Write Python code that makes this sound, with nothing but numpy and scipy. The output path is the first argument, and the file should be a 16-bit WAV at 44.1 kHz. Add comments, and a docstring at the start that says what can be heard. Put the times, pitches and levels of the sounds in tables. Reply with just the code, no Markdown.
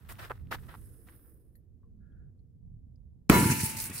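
"""Firecracker under a metal bowl

Outdoors on sandy ground, light wind on the microphone. Shoes scuff back, a fuse hisses briefly under
the bowl, and only the wind, a few ticks and a far-off call remain. The firecracker goes off with a
sharp double blast and throws the bowl up, ringing as it tumbles. Stone heaps nearby slap the crack
back, banks and trees further out return a rumble and dull echoes, and blown sand hisses in surges."""
import sys
import numpy as np
from scipy import signal
from scipy.io import wavfile

SR = 44100
rng = np.random.default_rng(int(sys.argv[2]) if len(sys.argv) > 2 else 0)


def materialize(psi):
    """Save the field psi as 16-bit PCM at rate SR to the path in sys.argv[1].

    A 1-D psi becomes a single channel; in a 2-D psi each row is a channel.
    """
    bounded = np.clip(np.atleast_2d(psi).T, -1, 1)
    quanta = np.round(bounded * 32767).astype(np.int16)
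    wavfile.write(sys.argv[1], SR, quanta)


N = 176400
T = np.arange(N) / SR
BANG_S, BLAST_LOW_HZ = 3.2966, 105

# likeness of the two channels for most noises: (frequency [Hz], correlation [ratio])
LIKENESS = [(40, 0.76), (130, .9), (300, 0.91), (600, 0.37), (1100, 0.28), (2200, 0.11), (5000, 0.23),
            (12000, 0.083)]
# wind on the microphone: (frequency [Hz], density [dB])
WIND_SPECTRUM = [(25, -6.5), (50, -0.5), (85, 1), (130, -7), (220, -15.5), (320, -32.5), (500, -40)]
# gusts: (time [s], level [dB])
WIND_LEVEL = [(0, -51.5), (.3, -49), (.45, -44), (.6, -46.5), (.75, -51), (1.0, -53.5), (1.2, -59),
              (1.5, -58), (1.75, -56), (2.0, -51.5), (2.2, -49.5), (2.48, -55.5), (2.7, -51), (3.0, -51),
              (3.25, -54.5)]
# the wind leans to the right: (frequency [Hz], left minus right [dB])
WIND_PAN = [(30, -8), (90, -3.5), (300, -3.5)]
# likeness of the wind in the two channels: (frequency [Hz], correlation [ratio])
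WIND_LIKENESS = [(50, 0.18), (130, 0.87), (300, 0.26), (700, 0.22)]
# soft outdoor wash: (frequency [Hz], density [dB])
WASH_SPECTRUM = [(200, -2.5), (290, 3), (500, -3), (700, -26.5), (1100, -26), (2000, -34.5), (4000, -44)]
# its slow swells: (time [s], level [dB])
WASH_LEVEL = [(0, -71.5), (.8, -63.5), (1.3, -65.5), (1.7, -75), (2.2, -70.5), (2.6, -79.5), (3.2, -78.5)]
# throat resonances of the far caller: (centre [Hz], width [Hz], level [dB])
THROAT_BANDS = [(1487, 132, 1), (1678, 96, -0.5)]
# small dry ticks: (time [s], level [dB], centre [Hz], t60 [s])
TICKS = [(1.553, -73, 1850, 0.084), (1.553, -75.5, 4320, 0.056), (1.554, -60.5, 11860, 0.092),
         (1.832, -69, 1070, 0.1), (2.121, -83, 3200, .03), (2.39, -83, 4320, .06),
         (2.957, -75.5, 4950, .03)]

# sand crushed underfoot: (frequency [Hz], density [dB])
CRUNCH_SPECTRUM = [(150, -8), (400, -5), (900, -2), (1500, 2), (2200, -8.5), (4000, -11.5), (7000, -23.5),
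                   (16000, -38.5)]
# grit dragged by the sole: (frequency [Hz], density [dB])
GRIT_SPECTRUM = [(2000, -21), (4500, -13.5), (7000, -4.5), (11000, 4.5), (15500, 5)]
# faint rustle between the steps: (time [s], crunch [dB], grit [dB])
RUSTLE_LEVEL = [(0, -70, -75), (.27, -58, -63.5), (.45, -77, -83), (.6, -65, -66.5), (.85, -73.5, -68),
                (1.03, -82.5, -75), (1.13, -68, -78), (1.22, -80, -79), (1.45, -94, -93.5),
                (1.7, -104, -106), (3.2, -104, -106)]
# shoe scuffs: (start [s], length [s], crunch [dB], grit [dB], top of the crunch [Hz])
SCUFFS = [(0.084, 0.041, -52.5, -52, 9100), (0.183, 0.072, -48, -61.5, 9400),
          (0.295, .016, -37.5, -64.5, 1950), (0.508, 0.04, -38.5, -50, 7140),
          (0.679, 0.074, -55.5, -82, 4700), (1.066, 0.032, -62.5, -69, 6850),
          (1.24, 0.079, -76.5, -90, 2750)]
# stones knocked under the sole: (time [s], peak [dB], centre [Hz])
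STONES = [(0.091, -43, 2160), (0.099, -38, 1830), (0.124, -39, 7000), (0.155, -48, 2430),
          (0.1927, -40, 2400), (0.196, -51, 1730), (0.243, -38.5, 2220), (0.299, -41, 2500),
          (.3062, -32, 484), (0.309, -35, 1440), (.311, -34, 930), (.3170, -25.5, 1140),
          (.378, -54.5, 1560), (0.398, -60, 2000), (.471, -57.5, 2500), (.522, -29, 1170),
          (.5254, -21.5, 1430), (0.5858, -47.5, 1400), (0.647, -65, 2800), (0.741, -37.5, 1100),
          (0.751, -41, 1070), (1.087, -45.5, 1770), (1.093, -59, 2180)]
# hiss of the fuse: (centre [Hz], width [Hz], level [dB])
FUSE_BANDS = [(1638, 290, -5), (5150, 630, -12.5), (8480, 570, -3.5), (9500, 720, 1.5), (10880, 900, 5),
              (12300, 900, 1)]
# course of the burn: (time [s], hiss [dB], highest fizz [dB])
FUSE_LEVEL = [(.55, -100, -100), (.72, -68, -88), (.85, -66, -87), (1.03, -68, -75), (1.22, -68, -66.5),
              (1.35, -74.5, -74), (1.46, -79, -88), (1.6, -92, -94), (1.7, -108, -110)]

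# long wash from the distant forest: (frequency [Hz], density [dB])
FOREST_SPECTRUM = [(50, -20), (120, 14), (300, -2.5), (700, -8), (2300, -1), (4000, -16), (16000, -16)]
# scatter from the nearer ground and trees: (frequency [Hz], density [dB])
SCATTER_SPECTRUM = [(40, -56), (65, -14), (95, 3.5), (130, 1.5), (250, 3.5), (380, -3.5), (600, -21),
                    (1200, -24.5), (2300, -14.5), (3500, -30), (7000, -27.5), (16000, -22.5)]
# its decay: (frequency [Hz], t60 [s])
SCATTER_T60 = [(60, 1.26), (150, 1.17), (400, 0.61), (1000, 0.79), (2500, 1.32), (10000, 1.2)]
# distinct echoes from banks and trees: (time [s], peak [dB], top [Hz])
ECHOES = [(3.341, -19, 425), (3.368, -17, 424), (3.4, -19.5, 423), (3.43, -13.5, 260), (3.4581, -12.5, 286),
          (3.502, -19.5, 294), (3.518, -18, 298), (3.626, -42, 258), (3.635, -18, 244),
          (3.8987, -35.5, 402), (3.9092, -32, 289)]
# bright slaps from nearby stone heaps: (time [s], level [dB], length [s], centre [Hz])
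SLAPS = [(3.35, -28.5, 0.0042, 1340), (3.414, -34, 0.0084, 1290), (3.438, -35, 0.0045, 1300),
         (3.5, -31.5, 0.003, 1510), (3.511, -34, 0.019, 2330), (3.514, -35.5, .005, 1000),
         (3.599, -35, .005, 2020), (3.914, -50, 0.0056, 2200)]
# surges of blown sand: (start [s], rise [s], length [s], t60 [s], middle treble [dB], top [dB])
SAND_SURGES = [(3.292, 0.006, 0.051, .077, -36, -49), (3.313, 0.038, .2, 0.23, -41, -33),
               (3.496, .014, 0.027, .073, -36, -44), (3.527, 0.078, .13, 0.21, -39.5, -35.5),
               (3.624, .004, 0.039, .08, -49, -37.5), (3.675, 0.025, 0.023, 0.53, -47, -42),
               (3.7673, 0.0011, .005, 0.11, -45, -39.5), (3.784, 0.0007, 0.0043, 0.094, -46, -38),
               (3.799, 0.0015, 0.0059, 0.23, -44.5, -31), (3.828, 0.011, 0.03, 0.11, -50.5, -38),
               (3.8983, .001, 0.0037, .024, -64, -42.5), (3.921, 0.018, 0.058, .3, -53, -43.5),
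               (3.976, .002, 0.049, 0.14, -50.5, -42)]
# middle treble of the spray: (frequency [Hz], density [dB])
SAND_MID_SPECTRUM = [(1200, -11), (2500, 3.5), (3400, -26), (5000, 9), (7000, 2), (9000, -13)]
# top of the spray: (frequency [Hz], density [dB])
SAND_TOP_SPECTRUM = [(4500, -24.5), (7500, -1.5), (10000, 13), (12500, 8), (15500, -3)]
# modes of the bowl: (frequency [Hz])
BOWL_HZ = [886, 977, 1388, 1746, 2029, 2168, 2197, 2946, 3379, 3970]
# ring of each of those modes: (level [dB], t60 [s])
BOWL_RING = [(-32, 1.4), (-24, 0.67), (-29.5, 0.64), (-36, 0.84), (-36.5, 0.38), (-35.5, 0.52), (-30, 0.42),
             (-41, 0.93), (-45, 0.23), (-38.5, 0.26)]
# pressure pulses of the blast: (delay [s], peak [dB], length [s], top [Hz])
BLAST_PULSES = [(0.0, -7.5, 0.003675, 1320), (.0043, -1, 0.00262, 574)]
# the crack: (frequency [Hz], density [dB])
CRACK_SPECTRUM = [(300, -6.5), (700, -4.5), (1300, -1), (2100, 4.5), (3200, -9.5), (6000, -17), (10000, -7),
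                  (16000, -18.5)]
# roar of escaping gas: (frequency [Hz], density [dB])
ROAR_SPECTRUM = [(220, -12.5), (410, 6), (650, -3), (900, -4), (1250, 2.5), (1700, -7), (2500, -27.5)]


def from_db(db):
    """Decibels to gain."""
    return 10 ** (np.asarray(db) / 20)


def rms_one(x):
    """Scale to unit rms."""
    return x / np.sqrt(np.mean(x ** 2) + 1e-20)


def peak_one(x):
    """Scale to unit peak."""
    return x / np.abs(x).max()


def gains(rows):
    """Rows of (time [s], level [dB], ...) as one gain curve per level column."""
    times, *columns = np.transpose(rows)
    return [from_db(np.interp(T, times, db)) for db in columns]


def at_hz(points, hz):
    """Read a table on a log-frequency axis."""
    frequencies, values = np.transpose(points)
    return np.interp(np.log(hz), np.log(frequencies), values)


def panned(left_db):
    """Gains of the two channels for a left-minus-right level."""
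    return from_db(left_db / 2 * np.array([[1], [-1]]))


def drift(per_s):
    """A random curve with per_s turning points a second, spread about 1."""
    return np.interp(T * per_s, np.arange(1000), rng.standard_normal(1000))


def filtered(x, hz, kind, order=2):
    """Causal Butterworth filter."""
    sos = signal.butter(order, np.clip(hz, 10, .45 * SR), kind, fs=SR, output="sos")
    return signal.sosfilt(sos, x + 1e-18)


def around(x, hz, ratio):
    """Pass the band from hz / ratio to hz * ratio."""
    return filtered(x, [hz / ratio, hz * ratio], "band")


def envelope(start, rise, hold, t60):
    """Linear rise, then exponential release from start + hold; all in seconds."""
    return np.clip((T - start) / rise, 0, 1) * from_db(-60 * np.maximum(T - start - hold, 0) / t60)


def grains(per_s, spread_db):
    """Two stereo pairs of unrelated streams of random clicks of uneven size."""
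    shape = (2, 2, N)
    clicks = (rng.random(shape) < per_s / SR) * rng.choice([-1, 1], shape)
    return clicks * from_db(spread_db * np.minimum(rng.exponential(1, shape), 4))


def coloured(spectrum, source=None, shape=lambda hz: 1, likeness=LIKENESS):
    """Stereo noise or grains in half-octave bands, rms 1 before each band gets its shape in time."""
    source = rng.standard_normal((2, 2, N)) if source is None else source
    edges = 22 * 2 ** np.arange(0, 10, .5)
    out, power = 0, 0
    for k, (low, high) in enumerate(zip(edges, edges[1:])):
        hz = np.sqrt(low * high)
        if spectrum[0][0] / 2 < hz < spectrum[-1][0] * 2:
            gain = from_db(at_hz(spectrum, hz))
            mid, side = gain * filtered(source[k % 2], [low, high], "band", order=3)
            alike = at_hz(likeness, hz)
            band = np.sqrt(1 + alike) * mid + np.sqrt(1 - alike) * side * [[1], [-1]]
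            out += band * shape(hz)
            power += np.mean(band ** 2)
    return out / np.sqrt(power)


def open_air():
    """The bed of the place: a soft outdoor wash and a very faint hiss."""
    level, = gains(WASH_LEVEL)
    return level * coloured(WASH_SPECTRUM) + from_db(-93.5) * rng.standard_normal((2, N))


def wind():
    """Lumpy rumble right on the microphone, which the blast also buffets."""
    gusts, = gains(WIND_LEVEL)
    jolt = from_db(-27) * envelope(BANG_S, rise=.004, hold=.011, t60=.31)
    lumps = lambda hz: from_db(3 * drift(12)) * panned(at_hz(WIND_PAN, hz))
    rumble = coloured(WIND_SPECTRUM, shape=lumps, likeness=WIND_LIKENESS)
    return (gusts + jolt) * filtered(rumble, 500, "low")


def far_call():
    """A hoarse call far off, perhaps a crow: uneven pulses and noise through two throat resonances."""
    pitch_hz = 270 * (1 + .031 * drift(89))
    pulses = np.diff(np.floor(np.cumsum(pitch_hz) / SR), prepend=0)
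    rasp = rms_one(pulses) + .94 * rng.standard_normal((2, N))
    call = sum(from_db(db) * filtered(rasp, [hz - width / 2, hz + width / 2], "band")
               for hz, width, db in THROAT_BANDS)
    return from_db(-78) * rms_one(call) * envelope(1.994, rise=.04, hold=.23, t60=.28)


def ticks():
    """Tiny gritty contacts, each a click and a short, noisy ring."""
    out, noise = 0, rng.standard_normal((2, N))
    for start, db, hz, t60 in TICKS:
        click = envelope(start, rise=.00091, hold=0, t60=.032) * rms_one(around(noise, hz, 1.31))
        ring = envelope(start, rise=.002, hold=0, t60=t60) * rms_one(around(noise, hz, 1.053))
        out += from_db(db) * (ring + from_db(-5.5) * click)
    return out


def steps():
    """Near the centre, soles crush and drag sand, now and then knocking a stone."""
    crunch = coloured(CRUNCH_SPECTRUM, grains(per_s=2300, spread_db=1.5))
    crunch = rms_one(crunch * from_db(2.5 * drift(160)))  # the crunch comes in clumps
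    grit = coloured(GRIT_SPECTRUM, grains(per_s=15000, spread_db=5.5))
    crunch_level, grit_level = gains(RUSTLE_LEVEL)
    out = crunch_level * crunch + grit_level * grit
    for start, length, crunch_db, grit_db, top_hz in SCUFFS:
        scuff = from_db(crunch_db) * filtered(crunch, top_hz, "low") + from_db(grit_db) * grit
        out += scuff * envelope(start, rise=.0083, hold=length, t60=.052)
    for start, db, hz in STONES:
        knock = around(signal.unit_impulse(N, int(start * SR)), hz, 1.31)
        out += from_db(db) * peak_one(knock)
    return out * panned(-.5)


def fuse():
    """To the right, the fuse catches with a thin hiss, flares in a bright, spitting fizz and dies down."""
    hiss_level, fizz_level = gains(FUSE_LEVEL)
    sparks = grains(per_s=15000, spread_db=5.5)[0] * from_db(2 * drift(67))
    hiss = 0
    for hz, width, db in FUSE_BANDS:
        sputter = from_db(db + .5 * drift(29))
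        hiss += sputter * filtered(sparks, [hz - width / 2, hz + width / 2], "band", order=3)
    fizz = filtered(sparks, [13200, 15300], "band", order=3)
    return (hiss_level * rms_one(hiss) + fizz_level * rms_one(fizz)) * panned(-5.5)


def reverberation():
    """The blast scatters densely off the ground and trees; the forest beyond returns a long wash."""
    def patchy_decay(hz):
        decay = envelope(BANG_S, rise=.011, hold=.091, t60=at_hz(SCATTER_T60, hz))
        return decay * from_db(1.5 * drift(45))
    near = coloured(SCATTER_SPECTRUM, shape=patchy_decay)
    far = coloured(FOREST_SPECTRUM) * envelope(BANG_S, rise=.074, hold=.074, t60=9.7)
    return from_db(-22) * near + from_db(-44) * far


def echoes(push_s=.004):
    """Banks and trees send back single dull thuds, each a pressure jump that falls into suction."""
    out = 0
    for arrival, db, top_hz in ECHOES:
        age = np.maximum(T - arrival, 0) / push_s
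        jump = (T >= arrival) * (1 - age) * np.exp(-np.minimum(age, 20))
        dulled = filtered(jump, top_hz, "low", order=4)
        thud = peak_one(filtered(dulled, BLAST_LOW_HZ, "high", order=3))
        out += from_db(db) * np.roll(thud, int(arrival * SR) - thud.argmax())  # crest at the arrival
    return out


def slaps():
    """The crack comes back off nearby stone heaps in short, smeared bursts."""
    crack = coloured(CRACK_SPECTRUM)
    out = 0
    for start, db, length, hz in SLAPS:
        burst = envelope(start, rise=.0015, hold=length, t60=.026)
        out += from_db(db) * burst * rms_one(around(crack, hz, 1.26))
    return out


def sand():
    """Fine grains blown out by the blast hiss in surges; coarser ones crackle in the spray."""
    mid_level, top_level = 0, 0
    for start, rise, length, t60, mid_db, top_db in SAND_SURGES:
        surge = envelope(start, rise, length, t60)
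        mid_level = np.hypot(mid_level, from_db(mid_db) * surge)  # surges add in power
        top_level = np.hypot(top_level, from_db(top_db) * surge)
    clumps_db = 1.5 * drift(110)
    flicker = lambda hz: from_db(clumps_db + 2.5 * drift(40))
    coarse = grains(per_s=160, spread_db=-.5)[0]
    crackle = from_db(-7.5) * rms_one(filtered(coarse, [4500, 13000], "band"))
    mid, top = (coloured(spectrum, grains(per_s=7000, spread_db=2.5), flicker)
                for spectrum in (SAND_MID_SPECTRUM, SAND_TOP_SPECTRUM))
    return mid_level * mid + top_level * (top + crackle) * panned(-2)


def bowl(tumble_hz=7.2, facing_s=3.366):
    """The bowl rings once it is clear of the ground; tumbling makes its modes swell, fade and waver."""
    ring = 0
    for hz, (db, t60) in zip(BOWL_HZ, BOWL_RING):
        phase = rng.uniform(0, 2 * np.pi) + np.array([[0], [np.pi / 3]])
        waver = .47 * np.array([drift(25), drift(23)])
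        rise = .072 * np.sqrt(BOWL_HZ[0] / hz)  # higher modes speak sooner
        level = from_db(db + 1.5 * drift(35)) * envelope(BANG_S, rise, hold=.056, t60=t60)
        ring += level * np.sin(2 * np.pi * hz * T + phase + waver)
    tumble = 1 + .26 * np.cos(2 * np.pi * tumble_hz * (T - facing_s))
    flying_off = from_db(-60 * np.maximum(T - 3.88, 0) / .25)
    return ring * tumble * flying_off * panned(1.5)


def n_wave(start, length, top_hz, suction):
    """A jump in pressure, a straight fall into suction and a jump back, rounded off; peak 1."""
    age = (T - start) / length
    pressure = ((age >= 0) & (age < 1)) * (1 - (1 + suction) * age)
    rounded = filtered(pressure, top_hz, "low")
    return peak_one(filtered(rounded, BLAST_LOW_HZ, "high", order=1))


def blast():
    """Two pressure pulses hit the microphone with a tearing crack on top, then a short roar of gas."""
    suctions = (1.23, .15)  # depth of each pulse's suction against its push
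    pulses = sum(from_db(db) * n_wave(BANG_S + delay, length, top_hz, suction)
                 for (delay, db, length, top_hz), suction in zip(BLAST_PULSES, suctions))
    crack = coloured(CRACK_SPECTRUM) * envelope(BANG_S, rise=.00013, hold=.0035, t60=.023)
    roar = coloured(ROAR_SPECTRUM) * envelope(BANG_S, rise=.0058, hold=.031, t60=.36)
    return pulses + from_db(-14.5) * crack * panned(-2) + from_db(-25.5) * roar


def scene():
    """Everything that reaches the stereo microphone."""
    quiet_sounds = wind() + open_air() + steps() + fuse() + ticks() + far_call()
    return quiet_sounds + blast() + slaps() + reverberation() + echoes() + bowl() + sand()


def record(dry):
    """The microphone chain rounds the peak of the blast and cuts the top steeply."""
    rounded = 1.062 * np.tanh(dry / 1.124)
    return signal.sosfilt(signal.ellip(10, .1, 80, 15700, fs=SR, output="sos"), rounded)


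dry = scene()
out = record(dry)
materialize(out)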